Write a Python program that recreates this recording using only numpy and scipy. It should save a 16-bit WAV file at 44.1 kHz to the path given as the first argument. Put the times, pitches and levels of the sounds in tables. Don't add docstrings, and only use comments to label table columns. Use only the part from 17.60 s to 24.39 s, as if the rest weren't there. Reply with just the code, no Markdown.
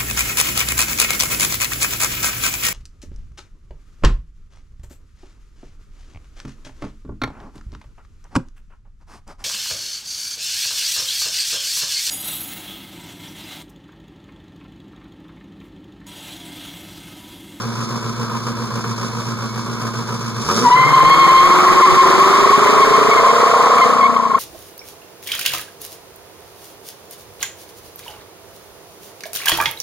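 import sys
import numpy as np
from scipy import signal
from scipy.fft import rfft, irfft
from scipy.io import wavfile
from scipy.ndimage import uniform_filter1d, minimum_filter1d

SR = 44100
rng = np.random.default_rng(int(sys.argv[2]) if len(sys.argv) > 2 else 0)


def dump(signal):
    limited = np.clip(np.atleast_2d(signal).T, -1, 1)
    pcm = np.round(limited * 32767).astype(np.int16)
    wavfile.write(sys.argv[1], SR, pcm)


N = 299439
T = np.arange(N) / SR
HZ = np.fft.rfftfreq(N, 1 / SR)

THROTTLE_S = 2.816
BITE_S = 2.88
SLIP_S = 3.04
HOT_S = 3.92
BEHIND_S = 6.04


def amp(db):
    return 10 ** (np.asarray(db) / 20)


def unit(x):
    return x / np.sqrt(np.mean(abs(x) ** 2) + 1e-20)


def ramp(start, seconds):
    return np.clip((T - start) / seconds, 0, 1)


def build(start, seconds):
    return 1 - np.exp(-np.maximum(T - start, 0) / seconds)


def curve(rows, axis=1):
    rows = np.array(rows)
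    return np.interp(T, rows[:, 0], rows[:, axis])


def colour(x, points):
    hz, db = np.transpose(points)
    gain = amp(np.interp(np.log(HZ + 1), np.log(hz), db))
    return irfft(rfft(x) * gain, N)


def wander(rate):
    f = np.fft.rfftfreq(8192, N / SR / 8192)
    slow = irfft(rfft(rng.standard_normal(8192)) / np.sqrt(1 + (f / rate) ** 4))
    return unit(np.interp(T, np.linspace(0, T[-1], len(slow)), slow))


# time in seconds, distance in metres.
DISTANCE = [(0, 0.54), (4.6, 0.6), (6.27, 0.83), (6.79, 2.67)]


def away(falloff):
    return (DISTANCE[0][1] / curve(DISTANCE)) ** falloff


def ports(pair, left_db):
    both, apart = pair
    return np.array([both + apart, both - apart]) * amp(left_db * np.array([[.5], [-.5]]))


# frequency in Hz, relative level in dB.
BUFFET_COLOUR = [(10, 30), (35, -10), (70, 8), (130, 23), (300, 5), (900, -42)]
# centre in seconds, length between 1/e points in seconds, level in dB.
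THUMPS = [(3.13, 0.08, -40), (3.577, .05, -47), (3.763, 0.06, -34), (5.11, 0.045, -55)]
# frequency in Hz, relative level in dB.
THUMP_COLOUR = [(10, 5), (35, -3), (60, -6), (120, -30), (400, -70)]
WIND_S, WIND_RISE_S, WIND_END_S, WIND_FALL_S = 3.2, 0.21, 5.6, 0.46


def buffet(common_db=-38, gust_db=4, wind_db=-23, easing_db_per_s=4.0, calm_db=-62):
    rumble = unit(colour(rng.standard_normal((2, N)), BUFFET_COLOUR))
    wind = amp(wind_db - easing_db_per_s * (T - WIND_S))
    wind = wind * ramp(WIND_S, WIND_RISE_S) * (1 - ramp(WIND_END_S, WIND_FALL_S))
    gusts = unit(amp(gust_db * wander(8.8))) * (wind + amp(calm_db)) * amp([[common_db], [0]])
    swells = sum(amp(db) * np.exp(-(2 * (T - s) / length) ** 2) for s, length, db in THUMPS)
    return rumble * gusts + swells * unit(colour(rng.standard_normal((2, N)), THUMP_COLOUR))


PIPE_HZ = 94.6


def gas(envelope, spectrum, width, echo=0.):
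    noise = rfft(rng.standard_normal((2, N)) * envelope)
    reflection = np.clip(echo, 0, .8) / (1 + (HZ / 2500) ** 2)
    pipe = 1 / (1 - reflection * np.exp(-2j * np.pi * HZ / PIPE_HZ))
    both, apart = colour(irfft(noise * pipe, N), spectrum)
    return np.array([both, colour(apart, width)]) / both.std()


CYLINDERS = [-2, -.5, 0, .5, 2, 1.5, 0, -1.5]


def firings(cycles, decay, base, scatter_db):
    count = (8 * cycles).astype(int)
    scatter = scatter_db * rng.standard_normal(4096)[count]
    strength = amp(np.array(CYLINDERS)[count % 8] + scatter)
    age = 8 * cycles % 1 / decay
    return uniform_filter1d(strength, size=100) * (base + age * np.exp(1 - age))


def drone(cycles, orders, levels, flutter, rate, spread, width, sweep=0.):
    out = np.zeros((2, N))
    for order, level in zip(orders, levels):
        start, across = rng.standard_normal(2)
        late = sweep * (order - 16) ** 2 / 2
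        angle = 2 * np.pi * (round(order) * cycles - late) + spread * start + flutter * wander(rate)
        size = np.sqrt(2) * level * (1 + flutter * wander(rate))
        out += size * np.array([np.cos(angle), np.cos(angle + np.pi / 2 + across / 4)])
    return np.array([out[0], colour(out[1], width)])


# frequency in Hz, relative level in dB, 60 dB decay time in seconds.
VALVE_MODES = [(2216, -3.5, 0.18), (3540, 4.5, 0.032), (4180, 9.5, 0.019), (5130, -15, .02),
               (6050, -15, .012), (7000, -14, 0.013)]


def valves(cycles, scatter_db=5, wash=0.084):
    strength = amp(scatter_db * np.clip(rng.standard_normal((2, N)), -2, 2))
    ticks = np.diff((16 * cycles).astype(int), prepend=0) * strength
    drive = ticks + wash * rng.standard_normal((2, N))
    t = T[:SR // 10]
    ring = sum(amp(db) * np.exp(-np.log(1000) * t / t60) * np.sin(2 * np.pi * hz * t)
               for hz, db, t60 in VALVE_MODES)
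    return unit(signal.oaconvolve(drive, ring[None], axes=1)[:, :N])


# multiple of the four-stroke cycle rate, relative level in dB.
IDLE_ORDERS = [(8, -55.5), (16, -28.5), (17, -36), (19, -42), (29, -42), (30, -39.5), (31, -36.5),
               (32, -33), (46, -42.5)]
# frequency in Hz, microphone difference relative to their sum in dB.
IDLE_WIDTH = [(50, 7), (120, -15), (230, -2.5), (400, -9.5), (700, -2.5), (1100, -11.5), (2000, -1.5),
              (5000, 2), (12000, 0)]
# start in seconds, level over the other puffs in dB.
BARKS = [(2.879, -5), (2.888, 2), (2.899, 5), (2.978, 6), (2.995, -10), (3.021, 4)]
# frequency in Hz, relative level per Hz in dB.
PUFF_COLOUR = [(25, -87), (70, -83), (160, -57), (300, -66), (450, -56.5), (600, -65.5), (820, -68),
               (1000, -54), (1300, -57), (1600, -64), (1900, -74.5), (2220, -73.5), (2400, -70.5),
               (2800, -73.5), (5000, -89)]
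# frequency in Hz, relative level per Hz in dB.
RUSH_COLOUR = [(1200, -49), (2200, -0.5), (2800, -9), (3500, 3), (4300, -1.5), (5200, 8), (6200, 3.5),
               (7500, -3.5), (9500, -6.5), (15000, -27)]


def idle(cycles, lope=.72, lope_db=1.5, rasp_lead=0.41, tones_db=-1.5, puffs_db=-28.0, stab_db=7.0,
         rush_db=-36.5, gulp_db=13, valves_db=-42):
    orders, db = np.transpose(IDLE_ORDERS)
    tones = drone(cycles - lope, orders, amp(db), flutter=0.16, rate=14.0, spread=1.0, width=IDLE_WIDTH)
    tones = tones * amp(tones_db) * (1 - ramp(BITE_S - .06, seconds=0.06))

    gate = firings(cycles, decay=0.25, base=1.0, scatter_db=1.3)
    depth_db = lope_db * (0.5 - ramp(THROTTLE_S, seconds=0.24))
    surge = amp(depth_db * np.cos(2 * np.pi * (cycles - lope + rasp_lead)))
    barks = sum(amp(db) * (T >= s) * np.exp(-abs(T - s) / .005) for s, db in BARKS)
    puffs = gas(unit(gate * surge) + barks, PUFF_COLOUR, IDLE_WIDTH, echo=0.37)
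    puffs = puffs * amp(puffs_db + stab_db * ramp(THROTTLE_S, seconds=0.092))
    puffs = puffs * (1 - ramp(SLIP_S, seconds=0.71))

    rush = gas((gate + .69) * amp(1.2 * wander(18)), RUSH_COLOUR, IDLE_WIDTH)
    rush = rush * amp(rush_db + gulp_db * ramp(THROTTLE_S - .06, seconds=0.2))
    rush = rush * (1 - build(SLIP_S - .06, seconds=0.19))
    clatter = valves(cycles) * amp(valves_db) * (1 - ramp(SLIP_S, seconds=.3))
    return tones + puffs + rush + clatter


# frequency in Hz, relative level per Hz in dB.
BLIP_COLOUR = [(40, -29), (80, -23), (118, -1), (165, -15), (205, -1), (240, 7), (285, -11), (340, 1),
               (390, -13), (465, 3), (560, -20), (800, -19), (2000, -42)]
# multiple of the cycle rate, level in dB before the swell.
BLIP_ORDERS = [(8, -31), (9, -49), (16, -25), (17, -35), (24, -37), (30, -38), (31, -35), (32, -32.5)]


def blip(cycles, puffs_db=-30, tones_db=0, swell_db=9, apart_db=-6):
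    gate = firings(cycles, decay=0.069, base=0, scatter_db=1.0) * (abs(T - BITE_S) < .5)
    puffs = unit(colour(gate * rng.standard_normal((2, N)), BLIP_COLOUR))
    puffs = puffs / np.sqrt(T[-1]) * amp([[0], [apart_db]])
    orders, db = np.transpose(BLIP_ORDERS)
    tones = drone(cycles, orders, amp(db + tones_db), flutter=.15, rate=30, spread=1, width=IDLE_WIDTH)
    swell = amp(swell_db * (ramp(THROTTLE_S, SLIP_S - THROTTLE_S) - 1))
    fade = ramp(THROTTLE_S, seconds=.06) * (1 - ramp(SLIP_S, seconds=0.076))
    return (puffs * amp(puffs_db) + tones) * swell * fade


# frequency in Hz, relative level per Hz in dB.
ROAR_COLOUR = [(40, -61), (90, -33.5), (150, -16.5), (280, -17.5), (450, -9.5), (620, -10.5), (780, -9),
               (900, -8), (1100, 4.5), (1280, -1.5), (1500, -11), (1750, -13), (2200, -11.5), (2800, -24),
               (5000, -39)]
# frequency in Hz, microphone difference relative to their sum in dB.
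LOAD_WIDTH = [(60, -2), (150, 0), (240, 4), (380, -6), (700, -3.5), (1100, -7), (2000, 0), (5000, 1),
              (12000, 1.5)]
# centre in Hz, depth in dB, depth from behind in dB,
# boost from behind in dB, lag in cycles.
BEATS = [(400, 4.5, 6.5, -0.5, 0.15), (720, 2, 3.5, 3.5, 0.23), (1000, 0, 2, 0, 0.77),
         (1240, 2, 5.5, 1, 0.25), (1990, 1.3, -0.8, -1, 0.22)]


def roar(cycles, uneven=0.19, gust_db=1.6):
    behind = ramp(BEHIND_S - .35, seconds=.35)
    gate = firings(cycles, decay=0.25, base=1, scatter_db=1.0)
    noise = rfft(gas(gate, ROAR_COLOUR, LOAD_WIDTH, echo=0.051))
    centres = [row[0] for row in BEATS]
    force = 1 + uneven * wander(18)
    out = np.zeros((2, N))
    for own, (hz, db, behind_db, boost_db, lag) in zip(np.eye(len(BEATS)), BEATS):
        depth = (db + (behind_db - db) * behind) * force
        beat = unit(amp(depth * np.cos(2 * np.pi * (cycles - lag)) + gust_db * wander(60)))
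        band = irfft(noise * np.interp(HZ, centres, own), N)
        out += band * beat * amp(boost_db * behind)
    return out


# multiple of the cycle rate (rounded when played), then relative level
# in dB at low revs, in dB at middle revs and in dB at high revs.
LOAD_ORDERS = [(4.02, -80, -44, -53), (4.97, -62, -40, -51.5), (5.9, -61, -39.5, -46),
               (6.87, -40.5, -42, -44.5), (7.9, -36, -39, -35), (9, -52, -35.5, -43.5),
               (10, -48.5, -33, -43.5), (11, -45, -64, -66), (11.9, -34.5, -46, -57), (13, -59, -72, -52),
               (14.33, -44, -25, -31), (15.41, -36.5, -21.5, -28), (16, -23, -24.5, -23.5),
               (17, -70, -39, -34.5), (17.8, -50, -45, -33), (18.9, -44, -33, -35), (20, -53, -48, -45),
               (20.4, -41, -51, -31), (22.2, -52, -31, -32.5), (22.8, -29, -46, -25.5),
               (23.95, -41, -30.5, -35.5)]
REV_STAGES = [165, 227, 232.5]


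def exhaust_tones(cycles, speed, slack_db=-12, revs_db=16, low_hz=152, high_hz=187, boom_db=0, spin_db=7,
                  behind_db=11, recover_s=0.15, ring_hz=462, ring_width_hz=30, ring_db=10, sweep=.022):
    loose = ramp(SLIP_S, recover_s) ** 2
    revs = np.clip((speed - low_hz) / (high_hz - low_hz), 0, 1)
    upper = loose * amp(slack_db + revs_db * revs) * away(falloff=1.27)
    boom = amp(boom_db + spin_db * (1 - revs) + behind_db * ramp(BEHIND_S, seconds=0.43))
    boom = loose * boom * away(falloff=1.0)
    rows = np.array(LOAD_ORDERS)
    levels = []
    for row in rows:
        detune = (row[0] * speed / 8 - ring_hz) / ring_width_hz
        ring = ring_db * (1 - revs) / (1 + detune ** 2)
        level = amp(np.interp(speed, REV_STAGES, row[1:]) + ring)
        levels.append(level * (boom if row[0] < 10 else upper))
    return drone(cycles, rows[:, 0], levels, flutter=.1, rate=9, spread=.25, width=LOAD_WIDTH, sweep=sweep)


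# frequency in Hz, relative level per Hz in dB.
HISS_COLOUR = [(1200, -24), (2400, 4), (3200, 8), (4300, 5.5), (5500, 4.5), (7000, 1), (10000, -9),
               (15000, -48)]


def full_throttle(cycles, speed, throb_lag=0.1284, early_lag=0.103, roar_db=-10, hiss_db=-23.5):
    lag = throb_lag + early_lag * np.clip((REV_STAGES[1] - speed) / 35, 0, 1)
    rush = roar(cycles) * amp(roar_db) * build(SLIP_S - .04, seconds=0.3) * away(falloff=1.16)
    hiss = gas(amp(.5 * wander(60)), HISS_COLOUR, LOAD_WIDTH)
    hiss = hiss * amp(hiss_db) * build(SLIP_S - .04, seconds=0.47) * away(falloff=1.23)
    return exhaust_tones(cycles - lag, speed) + rush + hiss


# harmonic number, relative level in dB.
SQUEAL_TONES = [(2, -11.5), (3, -16), (4, -21)]


def stick_slip(angle, bright, top_db=0., smear=0.18, top_limit=0.84):
    slip = smear * wander(92)[:len(angle)]
    top = np.minimum(bright, top_limit) * amp(top_db)
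    wave = np.cos(angle)
    for k, db in SQUEAL_TONES:
        size = amp(db) * (top if k > 2.5 else bright)
        wave = wave + size * np.cos(round(k) * angle + (k - 1) ** 2 * slip)
    return np.sqrt(2) * wave


# time in seconds, pitch in Hz before jitter, level in dB before skips
# and wobble, overtone strength in dB before flicker.
SQUEAL = [(3.04, 1023, -8.5, -9), (3.075, 955.4, -6, -10.5), (3.135, 1002, 1, -12.5),
          (3.165, 1028, -10.5, 5.5), (3.235, 1025, -12.5, 8), (3.3, 1065, -18.5, 6), (3.34, 1055, -1, -10),
          (3.44, 1036, -7.5, -7.5), (3.52, 1082, -3.5, -4.5), (3.63, 1065, -8.5, -2),
          (3.8, 1056, -3, -10.5), (3.86, 1102, -0.5, -6.5)]
# centre in seconds, length between 1/e points in seconds, depth in dB.
SKIPS = [(3.102, 0.019, 14.5), (3.17, 0.013, 7.5), (3.27, 0.011, 9.5), (3.362, 0.0176, 16.5),
         (3.4, 0.012, 12), (3.437, 0.014, 11), (3.495, 0.013, 8.5), (3.566, 0.0099, 14.5),
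         (3.671, 0.011, 17)]


def clean_squeal(turn, jitter=.009, wobble_db=1.3, fuzz_db=-13, lift_per_db=.002):
    skip_db = sum(db * np.exp(-(2 * (T - s) / length) ** 2) for s, length, db in SKIPS)
    hz = curve(SQUEAL) * (1 + jitter * wander(35.0) + lift_per_db * skip_db)
    angle = 2 * np.pi * np.cumsum(hz) / SR
    bright = amp(curve(SQUEAL, axis=3) + 3.5 * wander(29))
    level = amp(curve(SQUEAL, axis=2) - skip_db)
    level = level * ramp(SLIP_S, seconds=0.013) * (1 - ramp(HOT_S - .09, seconds=0.056))
    wobble = amp(wobble_db * wander(26))
    fuzz = (wander(55) + 1j * wander(62)) * np.exp(1j * angle) * amp(fuzz_db)
    return level * np.array([wobble * stick_slip(angle + a, bright) + (fuzz * np.exp(1j * a)).real
                             for a in (0, turn)])


RAGGED_HZ = 1066


def ragged_squeal(turn, jitter=0.01405, fuzz_hz=48, flutter_db=3.5, level_db=-18.5, fresh_db=5, settle_s=1.0,
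                  behind_db=5.5):
    angle = 2 * np.pi * np.cumsum(RAGGED_HZ * (1 + jitter * wander(45.3))) / SR
    fuzz = (wander(fuzz_hz) + 1j * wander(fuzz_hz)) * np.exp(1j * angle)
    fuzz = fuzz * unit(amp(flutter_db * wander(25)))
    db = level_db + fresh_db * (1 - ramp(HOT_S, settle_s)) + behind_db * ramp(BEHIND_S, seconds=0.14)
    level = amp(db) * ramp(HOT_S - .09, seconds=0.089) * away(falloff=0.53)
    return level * np.array([(fuzz * np.exp(1j * a)).real for a in (0, turn)])


def squeaks(per_s=40, low_hz=950, high_hz=1400, length_s=.016, glide=.06, level_db=-14.5):
    out = np.zeros((2, N))
    count = round(per_s * (T[-1] - HOT_S))
    for k, (late, pitch, size, bend, turn) in enumerate(rng.random((count, 5))):
        t = T[:int(length_s * (1 + size) * SR)]
        drift = 1 + glide * (2 * bend - 1) * (2 * t / t[-1] - 1)
        hz = low_hz * (high_hz / low_hz) ** pitch * drift
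        angle = 2 * np.pi * np.cumsum(hz) / SR
        squeak = (.5 + size) * np.hanning(len(t)) * np.cos([angle, angle + 2 * turn])
        part = out[:, int((HOT_S + (k + late) / per_s) * SR):][:, :len(t)]
        part += squeak[:, :part.shape[1]]
    return out * away(falloff=0.74) * amp(level_db)


# centre in seconds, length in seconds, mid-chirp pitch in Hz
# before wavering, relative level in dB, overtone strength in dB.
CHIRPS = [(3.92, 0.038, 1066, -4.5, -7), (4.077, .038, 1072, -7, -22), (4.185, 0.045, 1049, -5.5, -21),
          (4.24, 0.052, 1043, 2.5, -15), (4.283, 0.024, 1100, -7.5, -18), (4.399, 0.067, 1060, 1, -15),
          (4.446, 0.025, 1027, -9, -15), (4.532, 0.025, 1023, -9, -18), (4.611, 0.049, 1077, -7, -19),
          (4.744, 0.022, 1063, -9, -14), (4.847, 0.019, 1052, -3, -20), (4.897, 0.014, 1110, -5, -6),
          (4.943, 0.037, 1075, 0, -17), (5.078, 0.031, 1032, -12.5, 1), (5.233, 0.043, 1071, -4.5, -5),
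          (5.346, 0.037, 1060, -8.5, -5), (5.526, 0.045, 1100, -10.5, 5), (5.584, .04, 1036, -11, 3),
          (5.656, 0.036, 1046, -9, -12), (5.695, .04, 1061, -9.5, -4), (6.012, 0.024, 1027, -10, -21),
          (6.19, 0.021, 1108, -13, 1), (6.227, 0.038, 1037, -4, 0), (6.416, 0.021, 1082, -11, -2),
          (6.439, 0.038, 1065, -10, -0.5), (6.462, .022, 1115, -10.5, 5), (6.568, 0.012, 1082, -8, -8),
          (6.638, .012, 1090, -15, -10), (6.656, 0.013, 1066, -15.5, -9), (6.708, .02, 1093, -17.5, -10),
          (6.752, 0.018, 1075, -8, -9.5)]


def tyre(chirp_db=0.5, turn=0.98, scoop=0.047, top_db=-5):
    out = clean_squeal(turn) + ragged_squeal(turn) + squeaks()
    waver = 1 + 0.014 * wander(67)
    for s, length, hz, db, overtone_db in CHIRPS:
        span = abs(T - s) < length / 2
        bend = 1 + scoop * (2 * (T[span] - s) / length) ** 2
        angle = 2 * np.pi * np.cumsum(hz * bend * waver[span]) / SR
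        swell = signal.windows.tukey(span.sum(), .6)
        chirp = np.array([stick_slip(angle + a, amp(overtone_db), top_db) for a in (0, turn)])
        out[:, span] *= 1 - swell
        out[:, span] += amp(db + chirp_db) * swell * chirp
    return np.array([out[0], colour(out[1], LOAD_WIDTH)])


# time in seconds, firings a second.
SPEED = [(0, 59.09), (2.825, 58.15), (2.89, 82), (2.95, 105), (3.02, 121.2), (3.2, 139.1), (3.4, 155.3),
         (3.6, 168.2), (3.85, 179.5), (4.2, 186.1), (4.55, 191.3), (4.85, 202.3), (5.15, 217.3),
         (5.45, 228.4), (5.85, 239), (6.25, 243.2), (6.5, 238.5), (6.79, 230.3)]


def scene(hunt=0.0048, veer_db=5.5):
    speed = curve(SPEED)
    cycles = np.cumsum(speed / 8) / SR
    cycles = cycles + hunt * wander(1.14) * (1 - ramp(THROTTLE_S, seconds=0.19))
    veer = veer_db * ramp(BEHIND_S, seconds=0.43)
    early = ports(idle(cycles) + blip(cycles), left_db=-1.0)
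    loaded = ports(full_throttle(cycles, speed), left_db=-0.1 + veer)
    return early + loaded + ports(tyre() + buffet(), left_db=veer)


def limit(x, ceiling):
    gain = minimum_filter1d(ceiling / np.maximum(abs(x).max(0), ceiling), size=200)
    return x * uniform_filter1d(gain, size=200)


PORT_DELAY = 16 / SR
EDGE_HZ = 15500


def record(dry, ceiling=0.85, split_hz=1700):
    angle = np.pi * HZ * PORT_DELAY
    both = rfft(dry[0] + dry[1]) / 2 * np.where(angle < np.pi / 2, 1, np.sin(angle))
    apart = rfft(dry[0] - dry[1]) / 2 * np.cos(angle)
    wide = np.array([both + apart, both - apart])
    share = 1 / (1 + (HZ / split_hz) ** 12)
    low, high = irfft(wide * share, N), irfft(wide * (1 - share), N)
    limited = limit(limit(low, ceiling) + high, 0.89)
    lowpass = signal.firwin(511, EDGE_HZ, window=("kaiser", 9), fs=SR)
    return signal.oaconvolve(limited, lowpass[None], "same")


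dry = scene()
out = record(dry)
dump(out)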